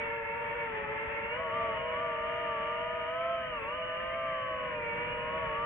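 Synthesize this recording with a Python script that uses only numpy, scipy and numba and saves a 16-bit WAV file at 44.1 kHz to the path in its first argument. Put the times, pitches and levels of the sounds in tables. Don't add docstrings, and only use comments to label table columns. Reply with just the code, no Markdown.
import sys
import numpy as np
from scipy import signal
from scipy.fft import rfft, irfft, next_fast_len
from scipy.io import wavfile
from scipy.ndimage import uniform_filter1d
from numba import njit

SR = 44100
rng = np.random.default_rng(int(sys.argv[2]) if len(sys.argv) > 2 else 0)


def transcribe(u):
    v = np.clip(np.atleast_2d(u).T, -1, 1)
    q = np.round(v * 32767).astype(np.int16)
    wavfile.write(sys.argv[1], SR, q)


N = 249165


def undb(db):
    return 10 ** (np.asarray(db) / 20)


def curves(table):
    at_s, *columns = np.transpose(table)
    t = np.arange(N) / SR
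    return [np.interp(t, at_s, column) for column in columns]


def walk(rate):
    hold = int(SR / rate)
    steps = np.repeat(rng.standard_normal(N // hold + 1), hold)
    x = uniform_filter1d(uniform_filter1d(steps, hold), hold)[:N]
    return x / x.std()


def tone(angle, db, pan_db, lead, flutter):
    wobble = 1 + flutter * (walk(60.) + 1j * walk(60.))
    partial = np.sqrt(2) * np.exp(1j * angle) * wobble
    left = undb(db + pan_db / 2) * (partial * np.exp(1j * lead / 2)).real
    right = undb(db - pan_db / 2) * (partial * np.exp(-1j * lead / 2)).real
    return np.array([left, right])


def flight_rates():
    # at_s [s], share_hz [Hz]
    throttle = [(0.0, 527.0), (0.26, 510.6), (0.42, 525.6), (0.64, 525.7), (0.75, 501), (0.86, 494.9),
                (1.04, 509), (1.28, 517.2), (1.32, 531.2), (1.37, 569.9), (1.4, 585.0), (1.42, 585.8),
                (1.5, 569.4), (1.56, 584.5), (1.64, 591.3), (1.72, 571.9), (1.79, 566.8), (1.96, 576.4),
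                (2.04, 593.6), (2.16, 576), (2.4, 596.6), (2.58, 570.8), (2.96, 602.3), (3.04, 592.5),
                (3.16, 617.7), (3.32, 631), (3.5, 608.3), (3.62, 532.4), (3.66, 540.7), (3.76, 602.5),
                (3.92, 595), (4.06, 611), (4.24, 609), (4.5, 589.4), (4.68, 569.8), (4.82, 542.0),
                (4.92, 530.6), (5.26, 559.7), (5.42, 582.5), (5.5, 560.6), (5.54, 564.5), (5.65, 591.5)]
    pitch = [(0.0, 56.4), (0.19, 57.02), (0.36, 51.5), (0.5, 57.64), (0.56, 42.96), (0.64, 56.2),
             (0.75, 62.0), (1.37, 55.4), (1.4, 64.0), (1.42, 59.4), (1.49, 63.3), (1.56, 57.4),
             (1.64, 69.5), (1.85, 59.5), (1.9, 62.4), (1.96, 49.8), (2.06, 58.5), (2.22, 53.1),
             (2.58, 56.9), (2.7, 51.33), (3.02, 51.34), (3.24, 43.06), (3.5, 45.27), (3.66, 36.95),
             (3.8, 44.92), (4.5, 49.57), (4.62, 47.6), (4.82, 54.7), (5.26, 53.1), (5.46, 61.4),
             (5.52, 53.8), (5.65, 57.8)]
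    roll = [(0.0, 6.2), (0.19, 1.8), (0.26, 7.2), (0.38, 4.4), (0.49, 9.4), (0.749, 0.9), (0.86, 5.9),
            (1.37, 12.1), (1.42, 23.3), (1.5, 28.6), (1.561, 38.1), (1.74, 34.8), (1.78, 22.6),
            (1.84, 28.7), (1.9, 16.2), (1.99, 34.3), (2.05, 33.5), (2.26, 36.7), (2.401, 45.0), (2.5, 40.3),
            (3.04, 36.9), (3.4, 29.7), (3.57, 31.3), (3.63, 22.9), (4.1, 21.7), (4.151, 16.6), (4.7, 13.5),
            (5.0, 8.9), (5.24, 19.3), (5.38, 21.6), (5.52, 28.9), (5.65, 29.8)]
    yaw = [(0.0, -7.5), (0.189, 4), (0.33, -3), (0.56, -1.76), (1.1, 3.5), (1.16, 1.3), (1.3, 3.8),
           (1.37, -3.1), (1.42, -13.6), (1.6, -27.9), (1.65, -22.3), (1.72, -24.0), (1.84, -5), (1.9, -6.9),
           (1.99, -18.7), (2.18, -27.5), (2.54, -21.5), (2.84, -24.5), (3.18, -34.5), (3.4, -29),
           (3.761, -26), (3.82, -28.0), (3.96, -25.6), (4.32, -14), (4.7, -8.7), (4.78, -11.0), (4.92, 0.6),
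           (5.04, 3.5), (5.24, -7.0), (5.36, -15.5), (5.44, -17.5), (5.65, -32)]
    mixer = [(1, -1, -1, 1), (1, -1, 1, -1), (1, 1, -1, -1), (1, 1, 1, 1)]
    controls = np.array([curves(control)[0] for control in (throttle, pitch, roll, yaw)])
    return np.array(mixer) @ controls


def rotors(stir, load_db):
    # blade_hz [Hz], blade_db [dB],
    # blade_pan_db [dB, left minus right], octave_db [dB], magnet_db [dB]
    slow_tones = [(420, -43.5, -1.5, -46.5, -60.5), (453, -45.5, -0.5, -44.5, -58.5),
                  (480, -45, -.5, -43.5, -56.5), (495, -43.5, -2, -46.5, -54.5), (517, -43, 0, -45, -64.5)]
    swing_tones = [(433, -50, -1, -49, -52), (474, -53, -3, -53.5, -46.5), (500, -49, -1, -57.5, -48),
                   (543.8, -48, 3.5, -43.5, -58.5), (590.5, -45, 2, -36.5, -59.5),
                   (599.8, -45, 3, -42, -54), (645, -44.5, 1.5, -41, -56.5)]
    quick_tones = [(544, -52, -4.5, -63, -56.5), (610, -45.5, -7, -66, -55), (619, -45, -6.5, -51, -51.5),
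                   (633, -45, -7.5, -56.5, -60), (675, -40.5, -9.5, -52, -64)]
    top_tones = [(590, -57, 30, -59.5, -55), (590, -49, 8.9, -55.5, -51), (623, -47.5, 7, -56.5, -51),
                 (653, -43, 7.9, -56.5, -55), (664, -41, 5.2, -56.5, -59)]
    # turns [multiple of shaft rate], left_db [dB], right_db [dB]
    weak_tones = [
        [(7, -61.5, -60.5), (9, -51.5, -53), (11, -62.5, -65), (12, -61, -60), (13, -60, -61.5), (15, -66, -66),
         (18, -68, -67)],
        [(5, -67, -65), (9, -53.5, -56), (10, -63.5, -69), (11, -62.5, -59.5), (12, -59, -65.5),
         (13, -64.5, -64), (15, -65, -66)],
        [(4, -67, -59.5), (5, -57.5, -62.5), (7, -57, -62.5), (8, -58, -67.5), (9, -54.5, -61), (10, -63, -62),
         (11, -60, -67.5), (12, -63.5, -61.5), (13, -61, -58.5)],
        [(5, -61, -60.5), (7, -59.5, -63), (8, -56, -71.5), (9, -57, -65), (10, -59, -63), (11, -58.5, -60.5),
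         (12, -66, -68), (13, -59, -60)],
    ]
    # blade_lead [rad], octave_side, magnet_side, weak_lead [rad];
    # sides are pairs of pan_db [dB, left minus right], lead [rad]; a positive lead puts left ahead
    port_sides = [(-0.14, (-1.5, -0.092), (0., 0.79), -0.06), (0.55, (0.69, 0.18), (-7.5, 2.2), 1.6),
                  (-0.39, (-7.5, 0.36), (-3, -1.6), 1.8), (0.3, (3.9, .3), (-2.9, -2.06), 1.5)]
    motor_levels = [0.5, -9.5, 3, 1]
    strong_tones = slow_tones, swing_tones, quick_tones, top_tones
    settings = zip(flight_rates(), strong_tones, weak_tones, port_sides, motor_levels)
    return sum(rotor(*setting, stir, load_db) for setting in settings)


def rotor(blade_hz, tones, weak, sides, motor_db, stir, load_db):
    # [dB, before motor_db]
    whine_curve = [(5900, -125), (6500, -92.5), (7100, -102), (7500, -118), (8100, -89), (8700, -102),
                   (9300, -102), (9700, -125)]
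    blades, magnets = 3, 14
    hunt_hz, hunt_per_s = 1., 20.
    wander_db, wander_per_s = .6, 3.

    def wander():
        return wander_db * walk(wander_per_s)

    shaft_hz = (blade_hz + hunt_hz * walk(hunt_per_s)) / blades
    shaft = 2 * np.pi * np.cumsum(shaft_hz) / SR
    speed_hz, *columns = np.transpose(tones)
    blade_db, blade_pan_db, octave_db, magnet_db = (np.interp(blade_hz, speed_hz, c) for c in columns)
    blade_lead, octave_side, magnet_side, weak_lead = sides

    out = tone(blades * shaft, blade_db + load_db + wander(), blade_pan_db, blade_lead, 0.45 * stir)
    out -= tone(2 * blades * shaft, octave_db + load_db + wander(), *octave_side, 0.54 * stir)
    out += tone(magnets * shaft, magnet_db + 3 * wander(), *magnet_side, 1.2 * stir)
    for turns, left_db, right_db in weak:
        angle = round(turns) * shaft + 2 * np.pi * rng.random()
        out += tone(angle, (left_db + right_db) / 2, left_db - right_db, weak_lead, 0.69 * stir)

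    leak_db = np.interp(3 * magnets * shaft_hz, *np.transpose(whine_curve))
    whine_db = motor_db + leak_db + 2.4 * walk(12.0)
    return out + tone(3 * magnets * shaft, whine_db, -5.0, 1.5, 0.19)


def air(buffet_db, rush_db, port_db):
    # band_hz [Hz], left_db [dB], right_db [dB],
    # likeness [0-1, of the two ports], lead [rad, left ahead]
    buffet_colour = [(20.7, -8, -15, 0.69, 0), (55, -2, -1.5, 0.86, -0.026), (165, -0.5, -2, 0.44, -0.11),
                     (292, -10, -12.5, 0.8, 0.076), (590, -20.5, -18.5, 0.45, -0.022),
                     (1490, -51.5, -49.5, .5, 0)]
    rush_colour = [(375, 1.5, 0, 0.5, 0.5), (590, 0.5, 3, 0.93, 1), (770, 1.5, 0, 0.3, -1),
                   (1210, 4, 10.5, 0.4, 3.5), (1450, 4, -3, 0, 0.5), (1830, 7, -0.5, 0, -1.5),
                   (2390, 7, 6, 0.8, -1.05), (2520, -1.5, -6.5, 0.1, 1), (2780, -3.5, 0, 0, 2.5),
                   (2970, 1, 0, 0.8, 4), (3202, -7, -7, 0.2, 1.5), (3580, -16.5, -19.5, 0, 0.5),
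                   (4040, -53.5, -40, .3, 6), (4270, -60, -59.5, .3, -5)]
    leak_colour = [(4970, -32, -29.5, .3, 0.0016), (5700, -12.5, -5, .3, 0.014),
                   (6200, -32.5, -22.5, .3, 0.0062), (6600, -3, 4.5, 0.24, 0.0073),
                   (7600, -26.5, -20.5, .3, 0.0048), (7700, -5, -1.5, .3, 0), (9300, -20.5, -14, .3, 0.012),
                   (9800, -33, -31, .3, 0.013)]
    buffet = colour(buffet_colour) * undb(buffet_db + 0.35 * walk(5.5))
    rush = colour(rush_colour) * undb(rush_db + 1.3 * walk(12.))
    hiss = colour(leak_colour) * undb(-95.5 + 1.2 * walk(3.))
    return buffet + rush + blown_port(port_db) + hiss


def colour(table):
    size = next_fast_len(N)
    band_hz, *columns = np.transpose(table)
    log_hz = np.log(np.arange(size // 2 + 1) * SR / size + 1)
    left_db, right_db, likeness, lead = (np.interp(log_hz, np.log(band_hz), c) for c in columns)
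    likeness = np.clip(likeness, 0, 1)
    shared, own = rfft(rng.standard_normal((2, size)))
    inside = (log_hz >= np.log(band_hz[0] / 2)) & (log_hz <= np.log(band_hz[-1]))
    left = shared * undb(left_db) * np.exp(1j * lead)
    right = (likeness * shared + np.sqrt(1 - likeness ** 2) * own) * undb(right_db)
    x = irfft(np.array([left, right]) * inside, size)[:, :N]
    return x / x.std()


def blown_port(port_db):
    # [dB, relative]
    modes = [(1754, 110, -1), (1875, 340, -2)]
    drift = 1 + 0.019 * walk(8.2)
    port = sum(ring(hz * drift, width) * undb(db + 0.7 * walk(15.0)) for hz, width, db in modes)
    return port * undb(port_db + np.array([[0.], [-12.]]))


def ring(hz, width):
    x = svf(rng.standard_normal(N), hz, width)
    x = svf(x, hz, width)
    x = svf(x, hz, 4 * width)
    return x / x.std()


@njit
def svf(x, hz, width):
    y, band, low = np.empty(len(x)), 0., 0.
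    for i in range(len(x)):
        g, damping = np.tan(np.pi * hz[i] / SR), width / hz[i]
        v = (band + g * (x[i] - low)) / (1 + g * (g + damping))
        band = 2 * v - band
        low = low + 2 * g * v
        y[i] = damping * v
    return y


def whistle():
    # [dB, middle of the two ports]
    glide = [(4.03, 1800, -75), (4.07, 1870, -52), (4.17, 2300, -50), (4.21, 2150, -53), (4.28, 2350, -51),
             (4.34, 2000, -50), (4.37, 1870, -51), (4.43, 1820, -75)]
    pitch_hz, level_db = curves(glide)
    return tone(2 * np.pi * np.cumsum(pitch_hz) / SR, level_db, 4., 0., .35)


def thumps():
    gusts = [(1.069, -39.5, 64.6), (2.489, -44, 86.5)]
    t = np.arange(N) / SR
    out = np.zeros(N)
    for start_s, envelope_db, pitch_hz in gusts:
        swell = np.exp(-((t - start_s - .012) / 0.0087) ** 2)
        out += undb(envelope_db) * swell * np.sin(2 * np.pi * pitch_hz * (t - start_s))
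    return out


def scene():
    # [dB, added to blade tones and octaves]
    air_levels = [(0, -53.5, -44, -44.5, 0.34, -1), (.4, -53.5, -46, -46.5, 0.44, 0.5),
                  (.8, -52.5, -43, -45, .35, 0), (1.15, -51.5, -43, -46, 0.52, -1.5),
                  (1.5, -50, -43, -46.5, 0.2, -0.5), (1.72, -48.5, -40.5, -51, .35, 0.5),
                  (1.9, -52, -45, -49, 0.29, 0), (2.3, -52.5, -42.5, -47.5, 0.1, -1),
                  (2.8, -52, -44, -47.5, 0.21, -0.5), (3.1, -54.5, -45.5, -48, .12, -1.5),
                  (3.32, -54, -45.5, -57, 0.16, 0), (3.42, -52.5, -45.5, -46.5, 0.22, -4.5),
                  (3.63, -51, -45.5, -64.5, 0.4, -3), (4.0, -53.5, -45, -48, .1, -2),
                  (4.4, -52.5, -46, -49, .1, -2), (4.9, -48.5, -43.5, -46, .3, 1),
                  (5.3, -48, -42.5, -48, 0.22, 0.5), (5.65, -49, -43, -48, .1, 0.5)]
    buffet_db, rush_db, port_db, stir, load_db = curves(air_levels)
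    drone = rotors(np.clip(stir, 0, 1), load_db)
    return drone + air(buffet_db, rush_db, port_db) + whistle() + thumps()


def record(dry):
    body_hz, leak_hz, top_hz = 4100, 5200, 9600
    body_filter = signal.ellip(8, .2, 70, body_hz, fs=SR, output="sos")
    leak_filter = signal.ellip(8, .2, 90, leak_hz, "high", fs=SR, output="sos")
    top_filter = signal.ellip(8, .2, 70, top_hz, fs=SR, output="sos")
    housed = signal.sosfilt(body_filter, dry) + signal.sosfilt(leak_filter, dry)
    self_noise = undb(-103.5) * rng.standard_normal(dry.shape)
    return signal.sosfilt(top_filter, housed) + self_noise


dry = scene()
out = record(dry)
transcribe(out)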